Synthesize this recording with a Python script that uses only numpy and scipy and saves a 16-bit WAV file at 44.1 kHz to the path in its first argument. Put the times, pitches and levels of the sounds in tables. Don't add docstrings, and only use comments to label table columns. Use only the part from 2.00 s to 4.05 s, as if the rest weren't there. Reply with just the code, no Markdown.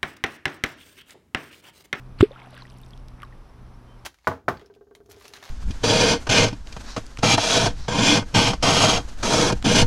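import sys
import numpy as np
from scipy import signal
from scipy.fft import rfft, irfft
from scipy.io import wavfile
from scipy.ndimage import uniform_filter1d

SR = 44100
rng = np.random.default_rng(int(sys.argv[2]) if len(sys.argv) > 2 else 0)


def to_wav(sig):
    pcm = np.clip(np.atleast_2d(sig), -1, 1) * 32767
    pcm = np.round(pcm).astype(np.int16)
    wavfile.write(sys.argv[1], SR, pcm.T)


N = 90404
T = np.arange(N) / SR
LATE_SPLASH_S = 1.228


def undb(db):
    return 10 ** (np.asarray(db) / 20)


def noise(colour):
    hz, db = np.array(colour, float).T
    f = np.maximum(np.arange(N // 2 + 1) * SR / N, 1)
    gain = undb(np.interp(np.log(f), np.log(hz), db))
    skirts = np.minimum(f / hz[0], 1) ** 2 * np.minimum(hz[-1] / f, 1) ** 2
    x = irfft(rfft(rng.standard_normal(N)) * gain * skirts, N)
    return x / x.std()


def drift(per_s):
    step = max(int(SR / per_s), 1)
    x = uniform_filter1d(np.repeat(rng.standard_normal(N // step + 1), step), step)[:N]
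    return x / x.std()


def tone(hz):
    return np.sin(2 * np.pi * np.cumsum(hz) / SR)


def burst(at, rise_s, fall_s):
    return np.exp(-np.maximum((at - T) / rise_s, (T - at) / fall_s))


def swell(at, width_s):
    return np.exp(-((T - at) / width_s) ** 2)


def add_ring(out, at, hz, db, decay_s, octaves_per_s=0, rise_cycles=0.22):
    start = int(np.clip(at * SR, 0, N - 1))
    t = T[:min(int(10 * decay_s * SR), N - start)]
    envelope = (1 - np.exp(-t * hz / rise_cycles)) * np.exp(-t / decay_s)
    out[start:start + len(t)] += undb(db) * envelope * tone(hz * 2 ** (octaves_per_s * t))


def spatter(hits):
    # multiple of its centre frequency, relative level/dB
    band = [(.35, -17), (1, 1.5), (1.7, -14)]
    out = np.zeros(N)
    for at, hz, db in hits:
        hiss = noise([(multiple * hz, band_db) for multiple, band_db in band])
        out += undb(db) * hiss * burst(at, rise_s=0.00025, fall_s=0.001)
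    return out


def wind_and_river():
    # t/s, level/dB
    gusts = [(0, -49.5), (0.079, -40.5), (.2, -41.5), (.4, -57.5), (.68, -49.5), (.9, -43.5), (1.3, -45),
             (1.501, -48), (1.6, -40), (1.76, -42), (1.85, -48.5)]
    # f/Hz, relative level/dB
    rumble = [(12, -10), (30, 3), (55, -5), (90, -11.5), (180, -22.5), (400, -56.5)]
    # f/Hz, relative level/dB
    hush = [(180, -2.5), (300, -3), (500, -8.5), (1150, -9.5), (1800, -19), (4500, -28), (6000, -25.5),
            (7300, -31), (9200, -37.5), (10200, -31.5), (11500, -41.5), (15000, -42.5)]
    times, db = np.array(gusts).T
    return undb(np.interp(T, times, db)) * noise(rumble) + undb(-54) * noise(hush)


def motor():
    # t/s, f/Hz, level/dB
    course = [(0, 127.5, -45), (.35, 127.8, -51.5), (0.699, 125.8, -48), (1.3, 123.1, -49.5),
              (1.47, 122.2, -61.5), (1.65, 121.6, -52), (2.05, 120.7, -51.5)]
    # multiple of the pitch, relative level/dB
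    partials = [(1, 2.5), (1.5, -11.5), (2, -9.5)]
    times, hz, db = np.array(course).T
    pitch = np.interp(T, times, hz) * (1 + 0.0027 * drift(12))
    hum = sum(undb(level + 0.84 * drift(17)) * tone(multiple * pitch) for multiple, level in partials)
    return undb(np.interp(T, times, db)) * hum


def far_calls():
    pulses = sum(swell(at, width_s=0.0063) for at in np.arange(0.995, T[-1], 0.25))
    chirps = pulses * tone(5400 * (1 + 0.005 * drift(300)))
    whistle_s = 1.912
    whistle = swell(whistle_s, width_s=0.037) * tone(3100 + 500 * (T - whistle_s))
    return undb(-62.5) * chirps + undb(-62) * whistle


def spray():
    # centre t/s, spread/s, rate/(drops/s), lowest f/Hz, highest f/Hz, level/dB, decay/cycles
    showers = [(.40, .068, 2200, 700, 3900, -50, 3.3), (.53, 0.01, 299, 420, 959, -58, 6),
               (.575, .04, 2600, 992, 5548, -49.7, 2.9), (.70, .21, 500, 2300, 11000, -63, 2),
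               (LATE_SPLASH_S, .035, 1200, 1000, 2600, -54.5, 3)]
    out = np.zeros(N)
    for centre, spread, rate, low_hz, high_hz, db, cycles in showers:
        shower = np.zeros(N)
        for when, pitch, size in rng.random((int(2 * np.pi * spread * rate), 3)):
            hz = low_hz * (high_hz / low_hz) ** pitch
            offset = np.pi * (2 * when - 1)
            fade_db = 20 * np.log10(np.exp(-offset ** 2 / 2))
            scatter_db = 3.6 * min(-np.log(size), np.pi)
            at = centre + spread * offset
            add_ring(shower, at, hz, fade_db + scatter_db, cycles / hz, rise_cycles=1.2)
        centre_rms = np.sqrt(np.sum(shower ** 2) / (spread * SR * np.sqrt(np.pi)))
        out += undb(db) * shower / centre_rms
    return out


def drips():
    # t/s, centre f/Hz, level/dB
    ticks = [(.401, 2500, -41), (.5075, 8000, -50), (.544, 3300, -47), (.551, 10000, -49),
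             (.5775, 7500, -47), (.5775, 2200, -39), (.701, 5300, -48), (.7845, 7500, -51),
             (.815, 13000, -48), (.863, 6500, -50), (.9075, 4801, -44), (.9765, 4370, -46),
             (1.0842, 5400, -43), (1.202, 2400, -45), (1.2202, 3000, -40), (1.2202, 8500, -50),
             (1.232, 5500, -47), (1.2352, 8800, -50), (1.25, 4000, -48)]
    # t/s, f/Hz, level/dB, decay/s, glide/(octaves/s)
    bubbles = [(.188, 4400, -39, .002, -2), (.3095, 503, -32, 0.0085, 17), (0.3176, 3590, -40, 0.0024, -3),
               (.360, 1273, -36.5, 0.0067, 22), (0.4182, 2230, -38, .003, -5),
               (.472, 714, -37.5, 0.0044, 7), (.528, 660, -48, .022, -11), (.577, 1550, -37, 0.004, 9),
               (.6215, 4140, -34, 0.0016, -12), (.6225, 1023, -37, 0.0039, -6),
               (.653, 1870, -37.5, 0.003, 7), (0.8342, 3610, -44, 0.003, 8),
               (0.9342, 3320, -39.5, 0.003, -5), (1.221, 2050, -37, 0.0017, -3),
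               (1.2313, 1230, -29, 0.0055, -15), (1.2312, 3050, -34, 0.001, -3),
               (1.233, 1570, -30.5, 0.0016, -11), (1.3251, 1930, -45, 0.006, -13)]
    out = spatter(ticks)
    for bubble in bubbles:
        add_ring(out, *bubble)
    return out


def blade_slap():
    # f/Hz, relative level/dB
    slap_colour = [(350, 11), (850, -10), (1500, 0), (2100, -3), (2400, -11), (3000, -0.5), (4000, -9),
                   (5400, -18), (7700, -8), (9500, -27), (15000, -35)]
    # f/Hz, level/dB, decay/s
    modes = [(300, -8, 0.0022), (1150, -11, 0.0018), (1330, -8.5, 0.0019), (1590, -16, 0.0021),
             (2082, -15.5, 0.0033), (2690, -18.5, 0.0031)]
    # t/s, centre f/Hz, level/dB
    smacks = [(.2116, 3180, -18), (.216, 2700, -27)]
    # f/Hz, relative level/dB
    tear_colour = [(850, -20), (1240, 0), (1700, -6), (2390, -1), (5140, -15), (6350, -30), (8430, -22),
                   (15000, -43)]
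    slap = undb(-20) * noise(slap_colour) * burst(0.2095, rise_s=0.0028, fall_s=0.003)
    for hz, db, decay_s in modes:
        add_ring(slap, 0.2082, hz, db, decay_s, rise_cycles=0.35)
    lead_in_hiss = undb(-46.5) * swell(0.196, width_s=0.011)
    tear = undb(-36.5) * burst(0.226, rise_s=0.0023, fall_s=0.02)
    return slap + spatter(smacks) + noise(tear_colour) * (lead_in_hiss + tear)


def plop():
    # f/Hz, level/dB, decay/s
    snap = [(3450, -28, 0.0022), (7900, -36, .0008)]
    open_s, pocket_hz, sag_hz_per_s = 0.2068, 111.6, 1500
    shut_s, from_hz, to_hz, glide_s = 0.2268, 216, 440, 0.00465
    hold_s, fall_s, echo_s = 0.0059, 0.0054, 0.0235
    since_open, since_shut = np.maximum(T - open_s, 0), np.maximum(T - shut_s, 0)
    closed = 1 - np.exp(-(since_shut / 0.0011) ** 2)

    throb = (1 - np.exp(-since_open / 0.00039)) * np.exp(-since_open / 0.017)
    pocket = undb(-7) * throb * tone((pocket_hz - sag_hz_per_s * since_open) * (since_open > 0))

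    bubble_hz = to_hz + (from_hz - to_hz) * np.exp(-since_shut / glide_s)
    hold_then_fall = np.exp(-np.logaddexp(0, 2 * (since_shut - hold_s) / fall_s) / 2)
    bubble = undb(0.97) * closed * hold_then_fall * tone(bubble_hz * (since_shut > 0))
    echo = undb(-31) * np.interp(T - echo_s, T, bubble)

    out = pocket * (1 - closed) + bubble + echo
    for hz, db, decay_s in snap:
        add_ring(out, 0.229, hz, db, decay_s)
    return out


def scene():
    return (blade_slap() + plop() + drips() + spray() + wind_and_river() + motor() + far_calls())[None]


def record(dry):
    dip_hz, dip_db, top_hz = 6780, -8.5, 15100
    notched = signal.lfilter(*signal.iirnotch(dip_hz, Q=2.8, fs=SR), dry)
    dipped = notched + undb(dip_db) * (dry - notched)
    return signal.sosfilt(signal.ellip(8, 0.2, 80, top_hz, fs=SR, output="sos"), dipped)


dry = scene()
out = record(dry)
to_wav(out)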